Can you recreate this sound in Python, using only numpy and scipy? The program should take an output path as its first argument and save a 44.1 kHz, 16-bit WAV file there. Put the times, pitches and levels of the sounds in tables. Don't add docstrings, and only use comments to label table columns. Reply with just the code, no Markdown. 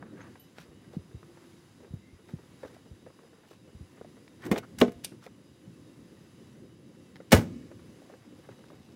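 import sys
import numpy as np
from scipy import signal
from scipy.fft import rfft, irfft, next_fast_len
from scipy.io import wavfile

SR = 44100
rng = np.random.default_rng(int(sys.argv[2]) if len(sys.argv) > 2 else 0)


def unload_wav(signal):
    wavfile.write(
        sys.argv[1],
        SR,
        np.round(np.clip(np.atleast_2d(signal).T, -1, 1) * 32767).astype(np.int16),
    )


N = 394959


HUM = [(18, -79.5), (30, -32), (96, -4.5), (188, -4), (337, -6), (372, -9), (400, -11.5), (468, -17),
       (509, -12.5), (697, -31.5), (900, -53), (1170, -38), (1980, -120)]
# (time [s], level [dB])
HUM_LEVEL = [(0, -51.5), (.25, -52), (.45, -60.5), (.8, -58), (1.05, -56.5), (1.45, -58), (1.66, -60),
             (1.85, -58), (2.4, -58.5), (2.57, -59), (2.8, -57), (3.3, -61.5), (4.1, -57.5), (4.72, -52),
             (4.9, -52.5), (5.45, -57), (6.4, -54), (7.2, -55), (7.55, -51.5), (8.25, -57), (8.96, -55)]
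HISS = [(450, -3.5), (750, -0.5), (1050, 0.5), (1400, -3), (1900, -3), (2500, -7), (3500, -8.5), (4600, -9),
        (5000, -6.5), (5500, -10), (7300, -11), (8600, -16), (9600, -14.5), (10400, -6), (11000, -21),
        (12300, -17), (15500, -23.5)]
HISS_DB, HISS_RIPPLE_DB = -66, 2.4
STIR = [(300, -13), (700, -1.5), (1200, -5.5), (2000, -4), (2700, -14), (6000, -37)]
STIR_DB, STIR_SWELL_DB = -78, 4.5
# (mean frequency [Hz], mean level [dB])
WHINES = [(2692, -80.5), (2955, -79.5), (3300, -91.5), (3736, -82), (3880, -81.5), (4953, -82), (5820, -87),
          (7250, -89)]
WHINE_FADE_DB, WHINE_WAVER_HZ = 3.2, 34

# (middle [s], half length [s], pitch [Hz], level [dB])
PEEPS = [(.218, 0.012, 6460, -57), (1.277, 0.052, 350, -53), (1.416, 0.18, 345, -55.5),
         (2.083, 0.066, 2100, -65.5), (2.634, 0.055, 3840, -69)]
PEEP_FLUTTER_DB = 3

# (frequency [Hz], level [dB], T60 [s])
PING = [(2980, -15, 0.36), (9900, -15, 0.13), (12600, -5, 0.16)]
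PING_S, PING_DB = 0.397, -48.5
# (frequency [Hz], level [dB], T60 [s])
SPRING = [(2550, -1, 0.023), (3590, 1, 0.057), (4750, 4.5, 0.043), (5830, 2, 0.05), (8150, 4, 0.036),
          (9640, 12, 0.011), (12230, 7, 0.025), (12600, -18, .22)]
CLATTER = [(800, -20), (1700, -23), (2400, 6.5), (4000, 1), (6000, 2), (7000, -4), (9500, 4), (12500, -14),
           (15000, -25)]
SPRING_S, SPRING_DB, CLATTER_DB = 5.0463, -42, -33

# (middle [s], half length [s], rub level [dB], rub pitch [Hz], grit level [dB])
SCUFFS = [(0.057, 0.083, -64.5, 1480, -88), (0.227, 0.08, -57, 1690, -78), (0.604, 0.037, -57, 1950, -58),
          (0.945, 0.021, -57, 750, -65), (1.37, 0.056, -74, 1300, -79), (2.294, 0.02, -62, 565, -66.5),
          (2.654, 0.05, -61.5, 1600, -66), (2.748, 0.052, -69, 1810, -70), (3.514, 0.061, -69, 910, -67.5),
          (4.451, 0.034, -49.5, 1810, -60), (4.496, 0.04, -36.5, 362, -78), (4.514, 0.0037, -58, 1400, -52),
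          (4.573, 0.019, -37, 630, -52), (4.641, 0.012, -50.5, 1420, -69), (4.807, 0.018, -37.5, 205, -52),
          (4.88, 0.017, -36.5, 297, -59), (5.044, 0.0047, -60, 2000, -43.5), (5.248, 0.024, -57, 1400, -60),
          (7.314, 0.0044, -45.5, 280, -43.5), (8.098, 0.11, -64, 650, -71.5),
          (8.683, 0.75, -70.5, 920, -71)]
GRIT = [(600, -12.5), (2000, 3.5), (5000, 0.5), (9000, -8), (15000, -12.5)]
GRIT_SPREAD_DB = 4.2

# (time [s], level [dB])
SNAPS = [(0.584, -37.5), (4.279, -47), (5.265, -45.5), (7.158, -42.5), (7.165, -46.5), (7.626, -53)]
SNAP = [(500, 1.5), (1100, -11), (1750, 1.5), (2800, -12), (4000, -11), (4500, -18), (5100, -12.5),
        (6500, -28), (12000, -37)]
SNAP_T60 = 0.018

# (time [s], relative level [dB])
HEELS = [(0.686, -36.5), (0.966, -21.5), (1.144, -26.5), (1.905, -30.5), (1.935, -23.5), (2.127, -34),
         (2.335, -23), (2.911, -30), (3.748, -30.5), (3.806, -28), (4.012, -45), (4.954, -34)]
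HEEL_HZ, HEEL_REF_DB, HEEL_OCTAVES_PER_DB = 119.4, -24, 0.1945
HEEL_T60, HEEL_THIN_HZ = 0.035, 60.4
PUFF = [(80, -41), (200, 7), (400, -1), (600, -15), (1200, -31.5), (3000, -45)]
PUFF_DB, PUFF_T60 = -18, 0.073
SETTLE_S, SETTLE_HZ, SETTLE_DB, SETTLE_T60 = 0.0149, 93, -8.5, 0.078

# (time [s], knock level [dB], click level [dB], knock pitch [Hz], T60 [s])
TAPS = [(0.025, -41, -42, 704, 0.028), (0.355, -51.5, -49, 606, 0.037), (0.935, -40, -64, 420, 0.031),
        (1.229, -50, -50, 550, 0.031), (1.371, -51, -51.5, 590, 0.055), (1.83, -47.5, -67, 438, 0.06),
        (1.845, -45, -57, 398, 0.059), (2.289, -54, -56, 560, 0.14), (2.386, -46, -57, 400, 0.07),
        (2.6308, -43, -47.5, 615, 0.11), (2.647, -37.5, -54, 516, 0.078), (2.746, -51, -54, 497, 0.032),
        (2.765, -42.5, -68, 670, 0.02), (3.062, -42, -56, 540, 0.074), (3.101, -48, -56, 514, 0.045),
        (3.189, -44.5, -53, 450, 0.032), (3.433, -57, -58, 496, 0.057), (3.510, -45.5, -57, 470, 0.059),
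        (3.53, -57, -58, 520, 0.052), (4.012, -33, -56, 485, 0.032), (4.046, -39, -58, 610, 0.031),
        (5.119, -43, -61, 380, 0.11), (5.263, -41, -50, 502, 0.058), (7.202, -38.5, -49, 566, 0.043),
        (7.714, -42, -51.5, 566, 0.037), (7.793, -61, -52.5, 600, .035), (8.018, -45, -62, 554, 0.025),
        (8.098, -42.5, -63, 640, 0.041), (8.137, -43, -52, 546, 0.04), (8.489, -35.5, -50, 526, 0.036),
        (8.639, -50, -50.5, 550, 0.032), (8.702, -49, -46, 560, 0.029), (8.718, -44.5, -66, 593, 0.029)]
SOLE = [(400, -8), (900, 3.5), (1600, 2.5), (2100, -5), (2600, -15), (4500, -30), (8000, -39), (15000, -54)]
CRUNCH_DB = 3
# (time [s], level [dB], pitch [Hz], T60 [s])
CLOPS = [(2.632, -25.5, 510, 0.048), (2.6475, -25.5, 460, .028)]
# (start [s], end [s])
WALKS = [(0, 4.4), (7.7, 8.9)]
FAINT_PER_S, FAINT_KNOCK_DB, FAINT_CLICK_DB, FAINT_SPREAD_DB = 5, -56, -67, 3
FAINT_HZ, FAINT_T60 = 485, 0.14

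# (time [s], level [dB])
CLACKS = [(4.5145, -26.5), (4.523, -37), (4.5601, -32)]
# (frequency [Hz], level [dB], T60 [s])
HANDLE = [(763, -7.5, 0.043), (1100, -6, 0.041), (1840, -2, 0.046), (2154, -5, 0.055), (2430, -7.5, 0.049),
          (3580, -12.5, 0.049)]
BUZZ_DB = 4

# (time [s], crack level [dB], treble level [dB], T60 [s], thin below [Hz], dull above [Hz], rods level [dB])
LATCH = [ (4.45, -52, -47, 0.033, 900, 5000, -78), (4.464, -41, -45.5, 0.038, 696, 2500, -73),
         (4.5133, -29, -34, 0.053, 400, 3500, -50), (4.54, -41, -52, .05, 700, 3500, -62),
         (4.5585, -28, -52, 0.024, 700, 1700, -56), (4.571, -34, -46, .015, 500, 2500, -65),
         (4.578, -32.5, -36, 0.04, 2190, 9000, -56), (4.785, -41.5, -36, 0.038, 1400, 5000, -57),
         (4.8001, -43, -38, 0.057, 1200, 8000, -67), (4.808, -35, -36, 0.041, 1800, 8000, -64),
         (4.8128, -13, -35, 0.019, 347, 7000, -55), (4.8142, -11, -26, 0.012, 2420, 9000, -58),
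         (4.878, -45, -73, .04, 1500, 7000, -63), (4.919, -48, -50, 0.024, 1400, 7000, -74),
         (5.046, -30, -32, 0.0076, 600, 4000, -64), (7.3185, -17, -21, 0.12, 400, 3500, -33.5),
         (7.3241, -19, -24, 0.025, 400, 5000, -40), (7.3280, -5.5, -20.5, 0.031, 250, 2600, -29.5),
         (7.3455, -34, -26, 0.053, 500, 6000, -52), (7.362, -31.5, -39.5, 0.2, 400, 4000, -54)]
STEEL = [(200, -7), (700, 5.5), (1300, -3), (2100, -2), (2800, -6), (3600, -7.5), (4800, -20.5),
         (7000, -30), (12000, -54)]
STEEL_TREBLE = [(2000, -35), (4000, 1), (5600, 3), (9000, -0.5), (11500, -2), (15000, -2.5)]
# (frequency [Hz], mean level [dB], T60 [s])
RODS = [(1070, -4.5, 0.13), (1220, -1.5, 0.129), (1310, -5, 0.156), (1430, -2, 0.15), (1501, 6.5, 0.12),
        (1665, 3, 0.13), (1710, -2, 0.14), (1870, -3.5, 0.086), (1980, -1, 0.15), (2167, -0.5, 0.18),
        (2380, -1.5, 0.12), (2930, 4.5, 0.12), (3450, -16, 0.1), (3710, -3, 0.12), (4680, -14, 0.18)]
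RODS_SPREAD_DB, TREBLE_RIPPLE_DB = 1.5, 3
CRACK_RISE_S, RATTLE_DB, RATTLE_T60 = 0.0015, -31, 0.15
CHATTER_PER_S, CHATTER_DB = 650, 2.5

# (time [s], panel level [dB], trim level [dB], trim T60 [s], dull above [Hz])
BLOWS = [(4.5139, -23.5, -24.5, 0.16, 400), (4.5246, -24, -23, 0.067, 450), (4.56, -39, -40, 0.051, 1500),
         (4.569, -33.5, -40, .04, 1200), (4.8150, -6.5, -16, 0.11, 806), (4.882, -38, -32, .04, 500),
         (7.319, -44, -25, 0.28, 3000), (7.328, -12.5, -10.5, 0.11, 2200), (7.381, -30, -31, 0.22, 700)]
# (frequency [Hz], level [dB], nominal T60 [s], split into a short and a long decay)
PANEL = [(193.4, -2, 0.095), (243.5, 4, 0.097), (322.5, -13.5, 0.11), (377, -5, 0.078), (416, 4, 0.078),
         (477.3, -6, 0.13), (542, -9.5, 0.055), (633, -7, 0.11), (694, -21.5, 0.26), (738, -19, 0.097),
         (890, -12, 0.086), (1062, -10.5, 0.077), (1195, -23, 0.039), (1495, -18, 0.075)]
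TRIM = [(60, -15), (150, -5), (310, 8), (560, 2.5), (900, -9), (2000, -14), (3500, -18), (7000, -11.5),
        (15000, -36.5)]
TRIM_RIPPLE_DB = 4
# (time [s], level [dB], pitch [Hz], T60 [s])
BOOMS = [(4.5139, -11.5, 211.5, 0.057), (4.517, -20, 454, 0.031), (4.5245, -22, 198, 0.029),
         (4.8158, -17, 229, 0.054), (4.8165, -10.5, 457, 0.044), (4.838, -30, 147, .06),
         (7.329, -6, 317.5, 0.057), (7.3276, -6.5, 515, 0.036), (7.3316, 0, 180, 0.028),
         (7.337, -6, 88, 0.096), (7.3791, -11, 104, 0.069)]

# (frequency [Hz], T60 [s])
YARD_T60 = [(80, 0.85), (280, 0.5), (600, 0.5), (2000, 2), (12000, 3)]
# (frequency [Hz], level [dB])
YARD_DB = [(80, -21.5), (160, -11.5), (290, -7.5), (450, -18.5), (700, -28), (2500, -23), (12000, -25.5)]
FAR = [(60, -30), (110, -10.5), (180, -13), (280, 9), (370, -3), (450, -14), (600, -21), (2000, -52.5)]
FAR_S, FAR_SPREAD_S, FAR_DB = 0.22, 0.077, -44
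OPENING_SHARE, SLAM_SHARE, SLAM_FROM_S = 0.091, 0.98, 7
EDGE_HZ = 15900


def amp(db):
    return 10 ** (np.asarray(db) / 20)


def unit(x):
    return x / np.sqrt(np.mean(x ** 2) + 1e-20)


def read(points, hz):
    f, value = np.transpose(points)
    return np.interp(np.log(hz + 1), np.log(f + 1), value)


def add(mix, s, sound):
    start = round(s * SR)
    sound = sound[max(-start, 0):]
    part = mix[max(start, 0):][:len(sound)]
    part += sound[:len(part)]


def fade(t, t60):
    return np.exp(-np.log(1000) * t / np.maximum(t60, .003))


def colour(x, points, dull_hz=SR, ripple_db=0):
    size = next_fast_len(len(x), True)
    hz = np.fft.rfftfreq(size, 1 / SR)
    grid = np.arange(0, SR, 45)
    ripple = ripple_db * np.interp(hz, grid, rng.standard_normal(len(grid)))
    ripple *= hz / (hz + 800)
    gain = amp(read(points, hz) + ripple) / np.hypot(1, hz / dull_hz)
    return unit(irfft(rfft(x, size) * gain, size)[:len(x)])


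def noise(points, size=SR // 2, dull_hz=SR, ripple_db=0):
    return colour(rng.standard_normal(size), points, dull_hz, ripple_db)


def struck(x, envelope):
    return unit(x * envelope) * np.sqrt(np.mean(envelope ** 2))


def drift(per_s, size=N):
    knots = rng.standard_normal(size // 40)
    return unit(np.interp(np.arange(size) * per_s / SR, np.arange(len(knots)), knots))


def thud(hz, t60, rise, sag):
    t = np.arange(SR // 2) / SR
    turns = hz * (t + sag * 0.0037 * (1 - np.exp(-t / 0.0016)))
    return np.sin(2 * np.pi * turns) * (1 - np.exp(-(t / rise) ** 2)) * fade(t, t60)


def ring(modes):
    t = np.arange(SR // 2) / SR
    return sum((-1) ** k * amp(db) * np.sin(2 * np.pi * hz * t) * fade(t, t60)
               for k, (hz, db, t60) in enumerate(modes))


def background():
    t = np.arange(N) / SR
    low = noise(HUM + [(1500, -68.5), (4000, -100)], size=N)
    deep = signal.sosfiltfilt(signal.butter(2, 200, fs=SR, output="sos"), low)
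    upper_swell = amp(0.53 * drift(7.6) + 2.0 * drift(30) - 0.4)
    hum = 0.86 * deep * amp(3.0 * drift(25)) + (low - deep) * upper_swell
    hum *= amp(np.interp(t, *np.transpose(HUM_LEVEL)) + 1.8)
    hiss = noise(HISS, size=N, ripple_db=HISS_RIPPLE_DB) * amp(HISS_DB + 1.2 * drift(3.4))
    stir = noise(STIR, size=N) * amp(STIR_DB + STIR_SWELL_DB * (drift(8.1) + drift(40)))
    whines = np.zeros(N)
    for hz, db in WHINES:
        level = amp(db + WHINE_FADE_DB * drift(26))
        turns = np.cumsum(hz + WHINE_WAVER_HZ * drift(120)) / SR
        whines += level * np.sin(2 * np.pi * turns)
    return hum + hiss + stir + whines


def peeps():
    out, t = np.zeros(N), np.arange(-SR // 2, SR // 2) / SR
    for s, half, hz, db in PEEPS:
        turns = np.cumsum(hz * (1 + 0.028 * drift(500, size=len(t)))) / SR
        flutter = unit(amp(PEEP_FLUTTER_DB * drift(44.5, size=len(t))))
        swell = np.exp(-(t / half) ** 2)
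        add(out, s + t[0], amp(db) * flutter * swell * np.sin(2 * np.pi * turns))
    return out


def trinkets():
    out, t = np.zeros(N), np.arange(SR // 2) / SR
    add(out, PING_S, amp(PING_DB) * ring(PING))
    envelope = fade(t, 0.039) + amp(-20.5) * fade(t, 0.29)
    envelope = envelope * amp(2.2 * drift(870, size=len(t)))
    clatter = struck(noise(CLATTER, ripple_db=-2.0), envelope)
    add(out, SPRING_S, amp(SPRING_DB) * ring(SPRING) + amp(CLATTER_DB) * clatter)
    return out


def scuffs():
    out, t = np.zeros(N), np.arange(-SR // 3, SR // 3) / SR
    for s, half, rub_db, hz, grit_db in SCUFFS:
        sizes = amp(GRIT_SPREAD_DB * drift(700, size=len(t)))
        grains = colour(rng.standard_normal(len(t)) * sizes, GRIT, ripple_db=-3.5)
        hollow = [(hz / 5, -16), (hz / 3.46, -5), (hz, 0), (hz * 1.57, -14), (hz * 4, -34), (hz * 15, -54)]
        rub = noise(hollow, size=len(t), ripple_db=0.5) * amp(2.3 * drift(191.5, size=len(t)))
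        slide = (amp(rub_db) * rub + amp(grit_db) * grains) * np.exp(-(t / half) ** 2)
        add(out, s + t[0], slide)
    return out


def snaps():
    out, t = np.zeros(N), np.arange(SR // 8) / SR
    for s, db in SNAPS:
        snap = struck(noise(SNAP, size=len(t), ripple_db=1), fade(t, SNAP_T60))
        add(out, s, amp(db) * snap)
    return out


def heels():
    out, t = np.zeros(N), np.arange(SR // 4) / SR
    for s, db in HEELS:
        hz = HEEL_HZ * 2 ** (HEEL_OCTAVES_PER_DB * (db - HEEL_REF_DB))
        add(out, s, amp(db + 6.5) * thud(hz, HEEL_T60, rise=0.0032, sag=0.53))
        envelope = fade(t, PUFF_T60) * (1 - np.exp(-t / 0.0041))
        puff = struck(noise(PUFF, size=len(t), ripple_db=4), envelope)
        add(out, s, amp(db + PUFF_DB) * puff)
        settle = thud(SETTLE_HZ, SETTLE_T60, rise=0.0061, sag=0.08)
        add(out, s + SETTLE_S, amp(db + SETTLE_DB) * settle)
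    return signal.sosfilt(signal.butter(1, HEEL_THIN_HZ, "high", fs=SR, output="sos"), out)


def tap(knock_db, click_db, hz, t60):
    size = SR // 8
    t = np.arange(size) / SR
    hollow = [(hz / 6, -22), (hz / 1.28, -8), (hz, 0), (hz * 0.99, -7), (hz * 1.96, -28), (hz * 10, -70)]
    soft = 1 - np.exp(-(t / 0.0011) ** 2)
    knock = struck(noise(hollow, size=size, ripple_db=6.5), fade(t, t60) * soft)
    grains = fade(t, t60) * soft * amp(CRUNCH_DB * drift(380, size=size))
    crunch = colour(grains * rng.standard_normal(size), SOLE, ripple_db=2.5)
    crunch *= np.sqrt(np.mean(grains ** 2))
    return amp(knock_db) * knock + amp(click_db) * crunch


def footsteps():
    out = heels()
    for s, *sound in TAPS:
        add(out, s, tap(*sound))
    for s, db, hz, t60 in CLOPS:
        add(out, s, amp(db) * thud(hz, t60, rise=0.0036, sag=0.057))
    for start, end in WALKS:
        count = round(FAINT_PER_S * (end - start))
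        for place, size in rng.random((count, 2)):
            db = FAINT_SPREAD_DB * (2 * size - 1)
            faint = tap(FAINT_KNOCK_DB + db, FAINT_CLICK_DB + db, FAINT_HZ, FAINT_T60)
            add(out, start + place * (end - start), faint)
    return out


def handle():
    out = np.zeros(N)
    for s, db in CLACKS:
        clack = ring(HANDLE)
        buzz = amp(BUZZ_DB * drift(CHATTER_PER_S, size=len(clack)))
        add(out, s, amp(db) * clack * buzz)
    return out


def latch():
    out, t = np.zeros(N), np.arange(SR // 2) / SR
    for s, db, treble_db, t60, thin_hz, dull_hz, rods_db in LATCH:
        chatter = amp(CHATTER_DB * drift(CHATTER_PER_S, size=len(t)))
        decay = fade(t, t60) + amp(RATTLE_DB) * fade(t, RATTLE_T60)
        envelope = decay * (1 - np.exp(-t / CRACK_RISE_S)) * chatter
        thin = signal.butter(2, thin_hz, "high", fs=SR, output="sos")
        steel = signal.sosfilt(thin, noise(STEEL, dull_hz=dull_hz, ripple_db=-1.5))
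        crack = struck(steel, envelope)
        treble = struck(noise(STEEL_TREBLE, ripple_db=TREBLE_RIPPLE_DB), envelope)
        rods = [(hz, mode_db + RODS_SPREAD_DB * rng.standard_normal(), ring_t60)
                for hz, mode_db, ring_t60 in RODS]
        add(out, s, amp(db) * crack + amp(treble_db) * treble + amp(rods_db) * ring(rods))
    return out


def door():
    out, t = np.zeros(N), np.arange(SR // 2) / SR
    for s, panel_db, trim_db, trim_t60, dull_hz in BLOWS:
        panel = np.zeros(len(t))
        for hz, db, t60 in PANEL:
            build_up = 1 - np.exp(-t * hz / 2.0)
            decay = fade(t, 0.63 * t60) + amp(-15.0) * fade(t, 1.98 * t60)
            level = amp(db) / np.hypot(1, hz / dull_hz)
            panel += level * np.sin(2 * np.pi * hz * t) * build_up * decay
        envelope = fade(t, trim_t60) * (1 - np.exp(-t / 0.0011))
        trim = struck(noise(TRIM, dull_hz=dull_hz, ripple_db=TRIM_RIPPLE_DB), envelope)
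        add(out, s, amp(trim_db) * trim - amp(panel_db) * panel)
    for s, db, hz, t60 in BOOMS:
        add(out, s, -amp(db) * thud(hz, t60, rise=0.3 / hz, sag=0.041))
    return out


def yard(x):
    hz, t, z = signal.stft(rng.standard_normal(SR), SR, nperseg=512)
    t60 = read(YARD_T60, hz)[:, None]
    build_up = 1 - np.exp(-(t / 0.012) ** 2)
    z = z * fade(t, t60) * build_up * amp(read(YARD_DB, hz))[:, None]
    z = z * np.sqrt(2 * np.log(1000) / (t60 * SR))
    tail = signal.istft(z, SR, nperseg=512)[1]
    after = np.arange(len(tail)) / SR - FAR_S
    far = noise(FAR, size=len(tail)) * np.exp(-(after / FAR_SPREAD_S) ** 2)
    return signal.fftconvolve(x, tail + amp(FAR_DB) * far / np.linalg.norm(far))[:N]


def scene():
    air, body = background(), door()
    share = np.where(np.arange(N) / SR < SLAM_FROM_S, OPENING_SHARE, SLAM_SHARE)
    small = scuffs() + latch() + handle() + trinkets() + peeps() + snaps() + footsteps()
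    echo = yard(share * body + 0.2 * small)
    return (body + small + echo + air)[None]


def record(dry):
    thin = signal.sosfilt(signal.butter(4, 54, "high", fs=SR, output="sos"), dry)
    rounded = 1.05 * np.tanh(thin / 1.05)
    low_pass = signal.firwin(511, EDGE_HZ, window=("kaiser", 9), fs=SR)
    return signal.oaconvolve(rounded, low_pass[None], "same")


dry = scene()
out = record(dry)
unload_wav(out)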